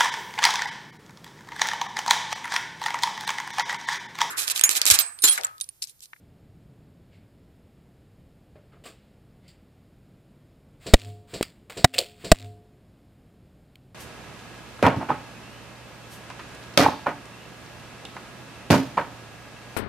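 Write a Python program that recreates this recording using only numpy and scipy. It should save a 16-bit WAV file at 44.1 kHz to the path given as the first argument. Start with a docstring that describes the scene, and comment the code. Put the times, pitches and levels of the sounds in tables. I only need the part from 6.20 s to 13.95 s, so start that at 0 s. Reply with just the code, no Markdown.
"""An airsoft rifle fires four times across a back yard at a helmet that carries a camera in a plastic case.
Each shot is motor noise, a falling-off low tone and a burst of noise. Three pellets strike: fading tones and
noise overload the microphone, the gain dives, and the helmet's ring and rattle swell as it recovers.
One pellet only grazes, with soft thuds and clicks; strays clack on the house siding as short ringing noise,
and one faint tick comes late. Before the shots, a few scuffs of shaped noise over a far traffic rumble,
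which is low-pitched noise."""
import sys
import numpy as np
from scipy import signal
from scipy.fft import rfft, irfft, next_fast_len
from scipy.io import wavfile
from scipy.ndimage import uniform_filter1d

SR = 44100
rng = np.random.default_rng(int(sys.argv[2]) if len(sys.argv) > 2 else 0)


def int16_out(signal):
    """Quantize to a 16-bit WAV file."""
    q = np.round(np.clip(np.atleast_2d(signal).T, -1, 1) * 32767)
    wavfile.write(sys.argv[1], SR, q.astype(np.int16))


N = 341598
T = np.arange(SR) / SR  # one second of time, the length of each single sound

# Direct hits; where one lands sets its body tones, its chatter and how the mount shakes:
# start_s, push_hz, push_db, knock_hz, knock_db, flex_hz, flex_db, shell_db, spread_s, chatter_s,
# sway_db, shake_db (sway_db and shake_db are relative)
DIRECT_HITS = [(4.7371, 44, 8.5, 546, 2.5, 310, 2, -8.5, 0.0023, 0.012, 1, -2.5),
               (5.6436, 115.9, -1, 710, -3.5, 1940, -2.5, -8.5, 0.0012, 0.0078, -16.5, -15.5),
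               (6.1167, 41.9, 2, 653, 6.5, 197.3, 4, -7.5, .001, 0.0051, -1.5, -6.5)]
# Ringing tones of the camera's plastic case: pitch_hz, relative_level_db, t60_s (time to fall 60 dB)
SHELL_TONES = [(957, -8.5, 0.045), (1200, -13, 0.085), (1642, -6.5, .04), (1919, -3.5, 0.07),
               (2644, -5.5, 0.013), (3024, -4, .022), (3788, 1.5, 0.031), (4210, -3.5, 0.014),
               (4390, -5, .022), (5110, -0.5, .018), (5557, -5, 0.015), (6690, -5.5, 0.024),
               (7270, -8, 0.03), (8190, -3.5, 0.022)]
# The camera swinging on its mount: pitch_hz, relative_level_db, t60_s
MOUNT_SWAY = (102, -17.5, 0.52)
# Ringing tones of the helmet: pitch_hz, relative_level_db, t60_s
HELMET_TONES = [(261, -13.5, .22), (425, -40, 1), (705, -33, .64), (718, -7, 0.074)]
# A glancing pellet touches twice: start_s, thud_db, thud_hz, click_db, click_ring_hz
GRAZE_TOUCHES = [(5.2099, 6, 370, -28, 2200), (5.227, -9.5, 252, -14, 4870)]
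# Clacks of stray pellets on hard things nearby, and one late faint tick:
# start_s, clack_db, t60_s, ring_hz, tail_db, boom_db
CLACKS_AND_TICK = [(5.4978, -35.5, 0.02, 1202, -42.5, -48), (5.7378, -24, 0.05, 2600, -26, -31),
                   (5.783, -11.5, 0.019, 3300, -32.5, -24.5), (5.788, -8.5, 0.02, 4440, -32.5, -58),
                   (7.556, -38.5, 0.01, 2970, -85, -88.5)]
# Scuffs of clothes and feet: start_s, level_db, rise_s, low_edge_hz, high_edge_hz, ring_hz
SCUFF_STROKES = [(.905, -61, 0.028, 1810, 3900, 2180), (2.3541, -49.5, 0.0015, 340, 1590, 574),
                 (2.511, -53, 0.016, 380, 1900, 1260), (2.636, -48, 0.0044, 450, 20000, 2970),
                 (2.652, -40, 0.0053, 350, 13000, 1160), (3.199, -62, 0.063, 1490, 4500, 2100),
                 (3.279, -54.5, 0.0012, 2700, 14000, 4800)]
# How the case colours all sound from outside: frequency_hz, level_db
CASE_COLOUR = [(60, -2.5), (400, 2), (650, 0), (850, -15), (1500, -15), (1800, -15.5), (3000, -11.5),
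               (4700, -8), (6100, -25), (7500, -12), (9000, -20), (10500, -31), (13000, -32),
               (15000, -29.5)]
# Colour of the case's chatter: frequency_hz, level_db
CRACK_COLOUR = [(80, -11), (230, 7.5), (450, 10), (850, 2), (1700, -0.5), (4000, -9), (8000, -8),
                (11000, -17.5), (15000, -19)]
# Colour of hard plastic contact: frequency_hz, level_db
CLACK_COLOUR = [(500, -0.5), (1000, 3.5), (2200, 6), (4500, -4.5), (8000, 0), (15000, 7)]
# Colour of rubbing cloth: frequency_hz, level_db
CLOTH_COLOUR = [(200, 9.5), (600, 3.5), (1500, 10), (2800, 8), (4200, 2), (7000, 6), (15000, 14)]
# Colour of far traffic and hiss: frequency_hz, level_db
AIR_COLOUR = [(20, -12), (45, -3), (75, -1.5), (135, -1), (200, -4.5), (350, -11.5), (650, -17.5),
              (950, -26.5), (2800, -32.5), (5000, -38), (8000, -41.5), (15000, -44.5), (16500, -61.5)]
# Phase mismatch of the two channels: frequency_hz, side_over_mid_db
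CHANNEL_SKEW = [(60, -26), (250, -25.5), (600, -31), (2000, -29), (12000, -32)]

FLIGHT_S = 0.0755  # from each report to its pellet's arrival
REPORT_DB = -30  # every report is equally loud
WINDUP_S, REPORT_ATTACK_S = 0.068, 0.0013
CRACK_DB, RING_DB = -1, -0.5  # the crack over the shell's level; the helmet rings alike for every hit
BUZZ_DB, ECHO_DB = -7, -35  # over the hit's shake level
# The mount clacks at both ends of each swing
RATTLE_DELAY_S, RATTLE_JITTER_S = 0.0315, 0.001  # first clack after the hit; random shift either way
RATTLE_DB, BACKSWING_DB = 1, -6  # over the hit's shake level; the weaker end compared with the other
RATTLE_LOSS_DB_PER_S, RATTLE_SCATTER_DB = 260, 5  # loss of strength; random level either way
RATTLE_LOOSE_S = 0.11  # by this age a swing has an even chance of still reaching a stop
CLACK_ATTACK_S = 0.0003
CLACK_EDGE = 0.69  # a clack's low edge as a share of its ring frequency
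YARD_T60_S, YARD_DB = 0.56, -18  # the yard's long answer, compared with a clack's tail
# A slow stroke also dies slowly: base t60, then extra t60 per second of rise
SCUFF_T60_S, SCUFF_LINGER = 0.22, 3.8
TRAFFIC_DB = -55
# The rumble is a little stronger at first: time of its peak, length, centre, level
SWELL_S, SWELL_LENGTH_S, SWELL_HZ, SWELL_DB = 0.6, 0.61, 127, -56
TOP_HZ = 15700  # the highest pitch that gets through


def amp(db):
    """Turn decibels into a plain multiplier."""
    return 10 ** (np.asarray(db) / 20)


def unit(x):
    """Scale a sound to an average (rms) strength of 1."""
    return x / np.sqrt(np.mean(x ** 2) + 1e-20)


def colour(points, hz):
    """Read a gain curve from its points, joined by lines on a log frequency axis."""
    point_hz, db = np.transpose(points)
    return amp(np.interp(np.log(hz + 1), np.log(point_hz), db))


def filtered(x, response):
    """Make each frequency of x stronger or weaker, or shift its phase, as the response says."""
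    size = next_fast_len(x.shape[-1] + 8192)  # spare room so the end does not wrap to the start
    spectrum = rfft(x, size) * response(np.fft.rfftfreq(size, 1 / SR))
    return irfft(spectrum, size)[..., :x.shape[-1]]


def noise(response, size=SR):
    """Coloured noise of rms 1."""
    return unit(filtered(rng.standard_normal(size), response))


def outside(points, edge_hz, top_hz=30000, ring_hz=0, ring_db=4):
    """Noise between a low and a high edge, with a resonance at ring_hz, heard through the case."""
    def response(hz):
        low_edge = 1 / np.hypot(1, (edge_hz / (hz + 1)) ** 4)
        high_edge = 1 / np.hypot(1, (hz / top_hz) ** 2)
        ring = 1 + amp(ring_db) / (1 + ((hz - ring_hz) / (0.06 * ring_hz + 1)) ** 2)
        return colour(CASE_COLOUR, hz) * colour(points, hz) * low_edge * high_edge * ring
    return noise(response)


def fade(t60):
    """A smooth dying away that falls 60 dB in t60 seconds."""
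    return np.exp(-np.log(1000) * T / t60)


def rise(seconds):
    """A soft start."""
    return 1 - np.exp(-(T / seconds) ** 2)


def tone(hz, phase=0):
    """One second of a sine, the purest tone."""
    return np.sin(2 * np.pi * hz * T + phase)


def grains(depth_db):
    """A gain that wanders at random within about two milliseconds, which sounds gritty."""
    return amp(depth_db * unit(uniform_filter1d(rng.standard_normal(SR), size=90)))


def add(track, s, sound):
    """Mix a sound into the track at time s."""
    part = track[round(s * SR):][:len(sound)]
    part += sound[:len(part)]


def rifle(motor_db=-21, thump_db=3, thump_hz=370, port_lag=0.0029, yard_db=-18):
    """The motor winds the piston back, then the piston thumps and the report scatters along the wall.

    The levels here are relative to the report."""
    out = np.zeros(N)
    # same path, so the same pattern for each shot
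    report = noise(lambda hz: colour(CASE_COLOUR, hz)) * fade(0.24) * rise(REPORT_ATTACK_S)
    windup = np.clip(T / WINDUP_S, 0, 1) ** 0.81 * (T < WINDUP_S)
    for arrival, *_ in DIRECT_HITS + GRAZE_TOUCHES[:1]:
        s = arrival - FLIGHT_S
        gears = outside(CLACK_COLOUR, edge_hz=860) * windup
        thump = -amp(thump_db) * tone(thump_hz) * fade(0.016) * rise(0.0004)
        answer = amp(yard_db) * outside(CLACK_COLOUR, edge_hz=790) * fade(0.59) * rise(0.018)
        add(out, s - WINDUP_S + port_lag, amp(motor_db) * gears)
        add(out, s, thump)
        add(out, s + port_lag, report + answer)
    return amp(REPORT_DB) * out


def ringing_shell(chatter, spread, contact):
    """The plastic case rings at many pitches, strongly while it chatters and weakly after."""
    tones = sum(amp(db) * tone(hz, rng.uniform(0, 2 * np.pi)) * fade(t60) for hz, db, t60 in SHELL_TONES)
    shell = tones * (chatter + 0.14 * rise(spread))
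    return shell / np.std(shell[:round(contact * SR)])


def hits():
    """A pellet shoves the case, rings its shell and sets the helmet and the camera mount swinging."""
    out = np.zeros(N)
    sway_hz, sway_level_db, sway_t60 = MOUNT_SWAY
    for (s, push_hz, push_db, knock_hz, knock_db, flex_hz, flex_db,
         shell_db, spread, contact, sway_db, shake_db) in DIRECT_HITS:
        push = -amp(push_db) * tone(push_hz, phase=0.79) * fade(0.051)
        # the blow takes some milliseconds to spread; where it lands picks the body tones
        body = amp(knock_db) * tone(knock_hz) + amp(flex_db) * tone(flex_hz)
        body = body * rise(0.0032) * fade(0.044)
        # the case chatters against its mount, which then damps it
        chatter = rise(spread) / (1 + (T / contact) ** 8)
        shell = amp(shell_db) * ringing_shell(chatter, spread, contact)
        crack = amp(shell_db + CRACK_DB) * noise(lambda hz: colour(CRACK_COLOUR, hz)) * chatter
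        sway = amp(sway_db + sway_level_db) * tone(sway_hz) * fade(sway_t60)
        ring = amp(RING_DB) * sum(amp(db) * tone(hz) * fade(t60) for hz, db, t60 in HELMET_TONES)
        # the mount ticks at both ends of each swing, each tick with its own random strength
        swings = 2 * sway_hz * T
        ticks = amp(4 * rng.standard_normal(SR))[swings.astype(int)] * np.exp(-4 * (swings % 1))
        buzz = (0.4 + 1.5 * ticks) * outside(CLACK_COLOUR, edge_hz=160) * fade(0.19)
        echo = outside(CLACK_COLOUR, edge_hz=2900) * rise(0.05) * fade(0.45)
        shaking = amp(BUZZ_DB + shake_db) * buzz + amp(ECHO_DB + shake_db) * echo
        add(out, s, push + body + shell + crack + sway + ring + shaking)
    return out


def rattle(count=30):
    """After each hit the swinging mount clacks against its stops, ever weaker and missing them more often."""
    out = np.zeros(N)
    for s, *_, shake_db in DIRECT_HITS:
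        for k, (late, luck, reach) in enumerate(rng.uniform(size=(count, 3))):
            age = RATTLE_DELAY_S + k / (2 * MOUNT_SWAY[0]) + RATTLE_JITTER_S * (2 * late - 1)
            db = RATTLE_DB + shake_db - RATTLE_LOSS_DB_PER_S * age
            db += BACKSWING_DB * (k % 2) + RATTLE_SCATTER_DB * (2 * luck - 1)
            touches = reach < 1 / (1 + (age / RATTLE_LOOSE_S) ** 3)
            clack = outside(CLACK_COLOUR, edge_hz=2200, top_hz=8500) * fade(0.0094)
            add(out, s + age, touches * amp(db) * clack)
    return out


def graze(thud_t60=0.0058, click_t60=0.015, click_edge_hz=1100, click_lag=0.00045, tail_db=-29):
    """A glancing pellet: each touch is a soft thud and a click with a short gritty tail."""
    out = np.zeros(N)
    for s, thud_db, thud_hz, click_db, ring_hz in GRAZE_TOUCHES:
        thud = amp(thud_db) * tone(thud_hz) * fade(thud_t60) * rise(0.001)
        decay = fade(click_t60) + amp(tail_db) * grains(depth_db=3) * fade(0.21)
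        click = outside(CLACK_COLOUR, click_edge_hz, ring_hz=ring_hz) * decay * rise(CLACK_ATTACK_S)
        add(out, s, thud)
        add(out, s + click_lag, amp(click_db) * click)
    return out


def clacks_and_tick(siding_hz=545, siding_width_hz=130, grain_db=4.5):
    """Stray pellets clack on siding and patio and the yard answers; a late faint tick is made alike."""
    out = np.zeros(N)
    for s, db, t60, ring_hz, tail_db, boom_db in CLACKS_AND_TICK:
        edge_hz = CLACK_EDGE * ring_hz
        clack = outside(CLACK_COLOUR, edge_hz, ring_hz=ring_hz, ring_db=8.5) * fade(t60) * rise(CLACK_ATTACK_S)
        # the laps of the siding scatter a clack into a gritty tail; the tick has next to none
        tail = outside(CLACK_COLOUR, 0.88 * edge_hz, ring_hz=ring_hz) * grains(grain_db)
        tail = tail * (fade(0.14) + amp(YARD_DB) * fade(YARD_T60_S))
        boom = noise(lambda hz: 1 / (1 + ((hz - siding_hz) / siding_width_hz) ** 2)) * fade(0.16)
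        add(out, s, amp(db) * clack + amp(tail_db) * tail + amp(boom_db) * boom)
    return out


def scuffs(grain_db=1.0, yard_db=-19):
    """Short grainy rubs of cloth and dead leaves, with a faint answer from the yard."""
    out = np.zeros(N)
    for s, db, rise_s, edge_hz, top_hz, ring_hz in SCUFF_STROKES:
        t60 = SCUFF_T60_S + SCUFF_LINGER * rise_s
        # the fade only sets in after one rise time
        stroke = rise(rise_s) * np.minimum(1, fade(t60) * amp(60 * rise_s / t60))
        rub = outside(CLOTH_COLOUR, edge_hz, top_hz, ring_hz) * grains(grain_db) * stroke
        answer = outside(CLOTH_COLOUR, edge_hz=1600, top_hz=4000) * rise(0.1) * fade(0.76)
        add(out, s, amp(db) * (rub + amp(yard_db) * answer))
    return out


def traffic(dip_hz=6000, dip_width_hz=450, dip_db=-8, swell_width_hz=80):
    """A far rumble with one slow swell, under faint hiss with the notch of the case."""
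    def steady_colour(hz):
        notch = amp(dip_db * np.exp(-((hz - dip_hz) / dip_width_hz) ** 2))
        return colour(AIR_COLOUR, hz) * notch
    steady = noise(steady_colour, size=N)
    swell = noise(lambda hz: 1 / (1 + ((hz - SWELL_HZ) / swell_width_hz) ** 2), size=N)
    swell_shape = np.exp(-((np.arange(N) / SR - SWELL_S) / SWELL_LENGTH_S) ** 2)
    return amp(TRAFFIC_DB) * steady + amp(SWELL_DB) * swell * swell_shape


def scene():
    """Everything reaches one microphone inside the case."""
    mono = rifle() + hits() + rattle() + graze() + clacks_and_tick() + scuffs() + traffic()
    return np.array([mono, mono])


def gain_control(x, depth_db=35, recover_db_per_s=305, lag=0.0061, attack=0.011):
    """An overload makes the gain dive a moment later; it then climbs back at a steady rate."""
    t = np.arange(N) / SR
    overload = uniform_filter1d(np.abs(x[0]), size=130) > 0.65  # average strength over about 3 ms
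    recovery_db = recover_db_per_s * t
    cut_db = np.maximum.accumulate(depth_db * overload + recovery_db) - recovery_db
    # smooth the cut so that the gain does not jump
    pole = np.exp(-1 / (attack * SR))
    cut_db = signal.lfilter([1 - pole], [1, -pole], cut_db)
    return x * amp(-np.interp(t - lag, t, cut_db))


def record(dry, low_cut_hz=26):
    """Two channels slightly apart in phase, gain control, a DC blocker, clipping and the band limit."""
    def phase_split(hz):
        angle = colour(CHANNEL_SKEW, hz) * hz / (hz + 10)
        return np.exp(1j * np.array([[1], [-1]]) * angle)
    controlled = gain_control(filtered(dry, phase_split))
    # the blocker swings back after each push
    blocked = signal.lfilter(*signal.butter(1, low_cut_hz, "high", fs=SR), controlled)
    clipped = np.clip(blocked, -0.98, 0.98)
    return filtered(clipped, lambda hz: 1 / np.hypot(1, (hz / TOP_HZ) ** 60))


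dry = scene()
out = record(dry)
int16_out(out)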